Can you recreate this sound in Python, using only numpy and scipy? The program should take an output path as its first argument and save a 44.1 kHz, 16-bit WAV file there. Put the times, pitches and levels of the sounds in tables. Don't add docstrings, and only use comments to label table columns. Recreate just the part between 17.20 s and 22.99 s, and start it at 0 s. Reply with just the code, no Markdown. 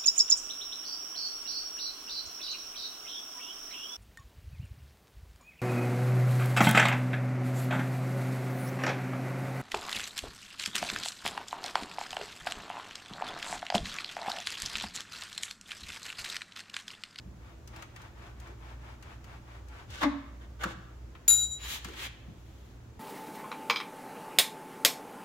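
import sys
import numpy as np
from scipy import signal
from scipy.fft import rfft, irfft, next_fast_len
from scipy.io import wavfile
from scipy.ndimage import map_coordinates

SR = 44100
rng = np.random.default_rng(int(sys.argv[2]) if len(sys.argv) > 2 else 0)


def to_wav(sig):
    pcm = np.clip(np.atleast_2d(sig), -1, 1) * 32767
    pcm = np.round(pcm).astype(np.int16)
    wavfile.write(sys.argv[1], SR, pcm.T)


N = 255474


def rubbing():
    # peak speed t/s, level/dB
    twists = [(0.299, -60.5), (.6, -53.5), (.84, -55.5), (1.058, -54.5), (1.281, -56), (1.499, -54.5),
              (1.7, -55), (1.915, -55.5), (2.134, -56), (2.349, -56.5), (2.59, -54)]
    # peak speed t/s, level/dB, rise/s, fall/s, grit offset/dB
    shoves = [(2.744, -49, 0.043, .11, -1), (2.821, -35, 0.01, 0.019, -10), (3.229, -57, 0.022, 0.031, -29),
              (3.44, -38, .033, .014, -22.5), (3.505, -46, 0.045, .028, -9.5)]
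    # f/Hz, level/dB
    rub_spectrum = [(180, -58), (300, -24), (326, -0.5), (461, -12), (756, -2), (1110, -5), (1200, -5),
                    (2170, -8.5), (3870, -19.5), (6570, -29), (15500, -39)]
    scrape_spectrum = [(240, -31), (400, -4), (1120, -3), (1470, 0), (2470, -9.5), (3210, -7.5), (3570, -9),
                       (5230, -23.5), (6680, -19.5), (8030, -28), (15500, -33)]
    grit_spectrum = [(1500, -11), (3000, 4.5), (4500, -2), (7000, -6.5), (9000, -14), (15000, -23)]
    turning = sum(amp(db) * stroke(s, rise_s=0.09, fall_s=0.055) for s, db in twists)
    twist = turning * amp(2 + wobble(56)) * noise(shape(rub_spectrum), grain_db=1, ripple_db=3.5)
    scrape_env, grit_env = np.zeros(N), amp(-11.5) * turning
    for s, db, rise_s, fall_s, grit_db in shoves:
        speed = stroke(s, rise_s, fall_s)
        scrape_env += amp(db) * speed
        grit_env += amp(db + grit_db) * speed
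    scrape = scrape_env * noise(shape(scrape_spectrum), grain_db=2, ripple_db=6)
    grit = grit_env * noise(shape(grit_spectrum), grain_db=2)
    return twist * pan(2.8) + (scrape + grit) * amp(wobble(60)) * pan(0.83)


def plier_ticks():
    # t/s, level/dB, body offset/dB
    slips = [(0.4742, -40, -6.5), (0.561, -42.5, 2.5), (0.6222, -38.5, 6), (0.7612, -42, 7),
             (0.8169, -45.5, -2), (1.1996, -44.5, -2), (1.272, -51, -9), (1.8248, -43, 2.5),
             (2.0416, -46, 1), (2.4836, -49, 0), (2.7041, -44, -10), (2.8316, -33, 10), (3.4356, -28, 4),
             (3.95, -60.5, 23), (4.645, -31, 3.5), (4.685, -41.5, 5), (4.7352, -45, 8.5)]
    snap_env, body_env = np.zeros((2, 1, N))
    for s, db, body_db in slips:
        add(snap_env, s, amp(db - 7.5) * blow(rise_s=0.00055, t60_s=0.049))
        add(body_env, s, amp(db + body_db - 8.5) * blow(rise_s=0.0016, t60_s=0.077))
    snap = noise(shape([(1500, -24), (4300, 0), (5700, -2.5), (6400, 1.5), (7200, -1.5),
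                        (9000, -9), (15000, -12)]))
    body = noise(shape([(200, -27.5), (800, -3), (1600, 2), (3200, -4), (6000, -32), (15000, -36)]))
    return (snap_env * snap + body_env * body) * pan(3.6)


def rod_jolts():
    # t/s, level/dB, rise/s, t60/s, resonance f/Hz, boost/dB, Q
    jolts = [(2.817, -27.5, 0.0033, 0.22, 1900, 5, 3.2), (2.829, -16.5, 0.0047, 0.091, 845, 2.5, 2),
             (3.434, -28.5, 0.0018, 0.035, 1300, -1.5, 2), (3.439, -25, 0.00047, 0.061, 1390, 24, 6.2),
             (3.455, -36.5, .002, 0.24, 380, 25, 3.3)]
    # f/Hz, level/dB
    hinge = [(120, -17), (200, -8.5), (315, -3.5), (422, -37.5), (525, 0), (677, -9.5), (1110, 1),
             (1260, -5.5), (2130, -8), (2420, -20.5), (3750, -15.5), (4030, -19.5), (6350, -28.5),
             (8500, -40), (15500, -52.5)]
    out = np.zeros((2, N))
    for s, db, rise_s, t60_s, clack_hz, boost_db, q in jolts:
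        clack = noise(lambda hz: along(hinge, hz) + boost_db * hump(hz, clack_hz, q), SR)
        add(out, s, amp(db) * blow(rise_s, t60_s) * clack)
    return out * pan(1.46)


def hopper():
    # f/Hz, level/dB, t60/s
    wall_modes = [(242, -16.5, 0.61), (278.5, -6, 0.62), (286.9, 4.5, 0.31), (575, -6.5, 0.12),
                  (584, -27, 1), (847, -4.5, 0.11), (1050, -43, 1), (1117, -8, 0.082), (1260, -41, 0.43),
                  (1535, -28, 0.21), (1790, -32, 0.79), (2230, -39, 0.79)]
    # t/s, level/dB, rise/s
    pushes = [(2.82, -28.5, 0.015), (2.85, -20.5, 0.011)]
    # t/s, level/dB, f/Hz, t60/s
    bumps = [(0.05, -46.5, 170, 0.58), (1.29, -51, 350, 0.39), (2.12, -49.5, 140, 0.29),
             (2.674, -35.5, 80.5, 0.24), (3.449, -38.5, 193, 0.19), (3.551, -44, 176, 0.23),
             (4.653, -39.5, 227, 0.15), (4.678, -43, 360, 0.3), (5.079, -36.5, 174, 0.19)]
    out = np.zeros((2, N))
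    for s, db, rise_s in pushes:
        for hz, mode_db, t60_s in wall_modes:
            boom = mode(hz, t60_s, rise_s, scatter=0.27, build_s=0.036, flutter_hz=16)
            add(out, s, amp(db + mode_db) * boom)
    for s, db, centre_hz, t60_s in bumps:
        thud = noise(lambda hz: 40 * np.log10(hump(hz, centre_hz, q=2.2)), SR)
        add(out, s, amp(db) * blow(0.0068, t60_s) * thud)
    return out * pan(0.25)


def steel_ring():
    # f/Hz, level/dB, t60/s, rise/s, left-right level/dB, left-right phase/rad
    steel_modes = [(1400, -44, .45, .003, -1, .4), (2729, -47, .4, .002, 0, .6),
                   (3892, -23.5, .74, .018, 0, .9), (4646, -41, .42, .002, 0, 1),
                   (5679, -48, .4, .002, 0, 1), (6228, -49, .6, .002, 0, 1),
                   (6955, -17.5, .22, .002, 7, 1.2), (7064, -15, .56, .002, 7, 1.2),
                   (9001, -45, .3, .002, 0, 1.5), (9324, -47, .45, .002, 0, 1.5),
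                   (9636, -30, .33, .002, -3, 1.6), (10343, -21.5, .38, .003, 0, 1.8),
                   (11060, -33, .38, .003, 0, 1.8), (12370, -26, .28, .004, -3, 1.2),
                   (13743, -36, .34, .002, 2, 1.4), (14184, -34, .35, .002, 2, 1.4),
                   (14470, -32, .42, .002, 2, 1.2)]
    # t/s, level/dB
    clinks = [(4.0795, -22), (4.1077, -28.5)]
    out = np.zeros((2, N))
    strike_s = clinks[0][0]
    for k, (hz, db, t60_s, rise_s, side_db, phase_rad) in enumerate(steel_modes):
        ring = mode(hz, t60_s, rise_s, scatter=0.3, build_s=0.03, flutter_hz=45, phase_rad=phase_rad)
        tilt_db = 0.3 * np.log2(hz / 7000)
        polarity = (-1) ** k
        add(out, strike_s, polarity * amp(db + tilt_db) * pan(side_db) * ring)
    out *= standing_waves(strike_s)
    colour = shape([(400, -9.5), (1500, -4), (4000, 1.5), (5500, -1), (7000, 2),
                    (10000, -7.5), (15000, -2)])
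    tick_env = amp(4.5) * blow(rise_s=0.00018, t60_s=0.015)
    wash_env = amp(-13) * blow(rise_s=0.0036, t60_s=0.46)
    for s, db in clinks:
        add(out, s, amp(db) * (tick_env + wash_env) * noise(colour, SR, ripple_db=2.5))
    return out


def standing_waves(strike_s):
    node_s, node_rate_hz, depth = 4.284, 8.4, 0.8
    build_s, build_db = 0.26, 4.5
    t = np.arange(N) / SR
    built = 1 - np.exp(-np.maximum(t - strike_s, 0) / build_s)
    reflection = depth * built * np.exp(2j * np.pi * node_rate_hz * (t - node_s))
    return amp(build_db * built) * np.abs(1 - reflection)


def sleeves():
    # peak speed t/s, level/dB, rise/s, fall/s, fizz offset/dB
    swishes = [(4.454, -49.5, 0.058, 0.031, -7.5), (4.528, -45, 0.06, 0.055, 0),
               (4.68, -57, 0.087, 0.082, -10), (4.847, -42.5, 0.078, 0.032, -10.5),
               (5.42, -75, 0.39, .18, -1.5)]
    # f/Hz, level/dB
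    canvas_spectrum = [(200, -15), (700, -8), (1500, -3), (2200, 0), (3100, 0), (4600, -9.5), (7000, -15.5),
                       (9000, -19.5), (15000, -27.5)]
    fizz_spectrum = [(1800, -10), (3200, 7), (4000, 4.5), (5000, -4), (6900, 2.5), (8500, -9.5),
                     (12500, -3.5), (15500, -8)]
    swish_env, fizz_env = np.zeros((2, N))
    for s, db, rise_s, fall_s, fizz_db in swishes:
        speed = stroke(s, rise_s, fall_s)
        swish_env += amp(db) * speed
        fizz_env += amp(db + fizz_db + 3.5) * speed ** 1.4
    swish = swish_env * noise(shape(canvas_spectrum), grain_db=1, ripple_db=2.5)
    fizz = fizz_env * noise(shape(fizz_spectrum))
    return (swish + fizz) * amp(2.5 + wobble(70)) * pan(0.81)


def garage_echo(x, predelay_s=0.006):
    # f/Hz, t60/s
    decay = [(150, .5), (1000, 0.8), (3500, 0.75), (8000, 0.42), (15000, 0.038)]
    hz, t, spectra = signal.stft(noise(np.zeros_like, SR), SR, nperseg=256)
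    fade = np.exp(-np.log(1000) * t / along(decay, hz)[:, None])
    tail = signal.istft(spectra * fade, SR, nperseg=256)[1]
    delayed = np.pad(x.mean(axis=0), (round(predelay_s * SR), 0))
    return signal.fftconvolve(delayed[None], tail / np.linalg.norm(tail[0]), axes=1)[:, :N]


def background():
    # f/Hz, level/dB
    tones = [(60, -49.5), (119, -56), (328, -66.5)]
    # f/Hz, level/dB
    air = [(22, -24), (40, -12), (70, -3.5), (110, -5.5), (160, -16), (230, -15), (330, -17.5), (500, -21),
           (800, -25), (1200, -27.5), (2400, -34), (4500, -39.5), (7000, -39), (8600, -48.5), (15800, -49)]
    t = np.arange(N) / SR
    hum = sum(amp(db + 2.5 * wobble(5)) * np.sin(2 * np.pi * hz * t + 0.45 * wobble(4))
              for hz, db in tones)
    rumble = amp(-53.5) * noise(lambda hz: 40 * np.log10(hump(hz, centre_hz=61.8, q=4.6)))
    return (hum + rumble) * pan(-0.77) + amp(-53) * noise(shape(air))


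def mode(hz, t60_s, rise_s, scatter, build_s, flutter_hz, phase_rad=0):
    t = np.arange(SR) / SR
    knots = rng.standard_normal((2, 64)) + 1j * rng.standard_normal((2, 64))
    curves = signal.resample(knots, 512, axis=1)
    echoes = np.array([np.interp(t * flutter_hz, np.arange(512) / 8, curve) for curve in curves])
    share = scatter * (1 - np.exp(-t / build_s))
    direct = np.exp(0.5j * phase_rad * np.array([[1], [-1]]))
    field = (direct + share * echoes) / np.sqrt(1 + 2 * share ** 2)
    return blow(rise_s, t60_s) * np.imag(field * np.exp(2j * np.pi * hz * t))


def noise(colour, size=N, grain_db=0, ripple_db=0):
    # f/Hz, correlation
    likeness = [(60, 0.98), (250, 0.87), (500, 0.32), (1000, 0.19), (3000, 0.073), (12000, .15)]
    catches = rng.standard_normal((2, size)) * amp(grain_db * wobble(700, size))
    peaks = signal.resample(rng.standard_normal(512), 4096)

    def mid_side_gains(hz):
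        ripple = np.tanh(np.interp(hz, np.linspace(0, SR / 2, len(peaks)), peaks))
        width_rad = np.arccos(np.clip(along(likeness, hz), -1, 1)) / 2
        return amp(colour(hz) + ripple_db * ripple) * [np.cos(width_rad), np.sin(width_rad)]

    mid, side = filtered(catches, mid_side_gains)
    stereo = np.array([mid + side, mid - side])
    return stereo / np.sqrt(np.mean(stereo ** 2) + 1e-20)


def stroke(peak_s, rise_s, fall_s):
    roundness = 2.7
    t = np.arange(N) / SR - peak_s
    return np.exp(-np.abs(t / np.where(t < 0, rise_s, fall_s)) ** roundness)


def blow(rise_s, t60_s):
    t = np.arange(SR) / SR
    return (1 - np.exp(-t / rise_s)) * np.exp(-np.log(1000) * t / t60_s)


def wobble(rate_hz, size=N):
    knots = rng.standard_normal(int(size * rate_hz / SR) + 4)
    return map_coordinates(knots, [np.arange(size) * rate_hz / SR])


def amp(db):
    return 10 ** (np.asarray(db) / 20)


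def pan(db):
    return amp([[db / 2], [-db / 2]])


def along(points, hz):
    f, values = np.transpose(points)
    return np.interp(np.log(hz + 1), np.log(f), values)


def shape(points):
    return lambda hz: along(points, hz)


def hump(hz, centre_hz, q):
    return 1 / np.hypot(1, q * ((hz + 1) / centre_hz - centre_hz / (hz + 1)))


def filtered(x, response):
    size = x.shape[-1]
    padded = next_fast_len(size + SR // 4)
    hz = np.fft.rfftfreq(padded, 1 / SR)
    return irfft(rfft(x, padded) * response(hz), padded)[..., :size]


def left_first(x, delay_s):
    return filtered(x, lambda hz: np.exp(1j * np.pi * hz * delay_s * np.array([[1], [-1]])))


def add(track, start_s, sound):
    start = max(round(start_s * SR), 0)
    track[:, start:start + sound.shape[-1]] += sound[..., :N - start]


def scene():
    ticks, clacks = plier_ticks(), rod_jolts()
    friction = left_first(rubbing(), delay_s=0.00014) + sleeves()
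    echo = garage_echo(amp(-8) * ticks + amp(-11.5) * clacks + amp(-11) * friction)
    return ticks + clacks + friction + echo + hopper() + steel_ring() + background()


def record(dry):
    return filtered(dry, lambda hz: hz < 15850)


dry = scene()
out = record(dry)
to_wav(out)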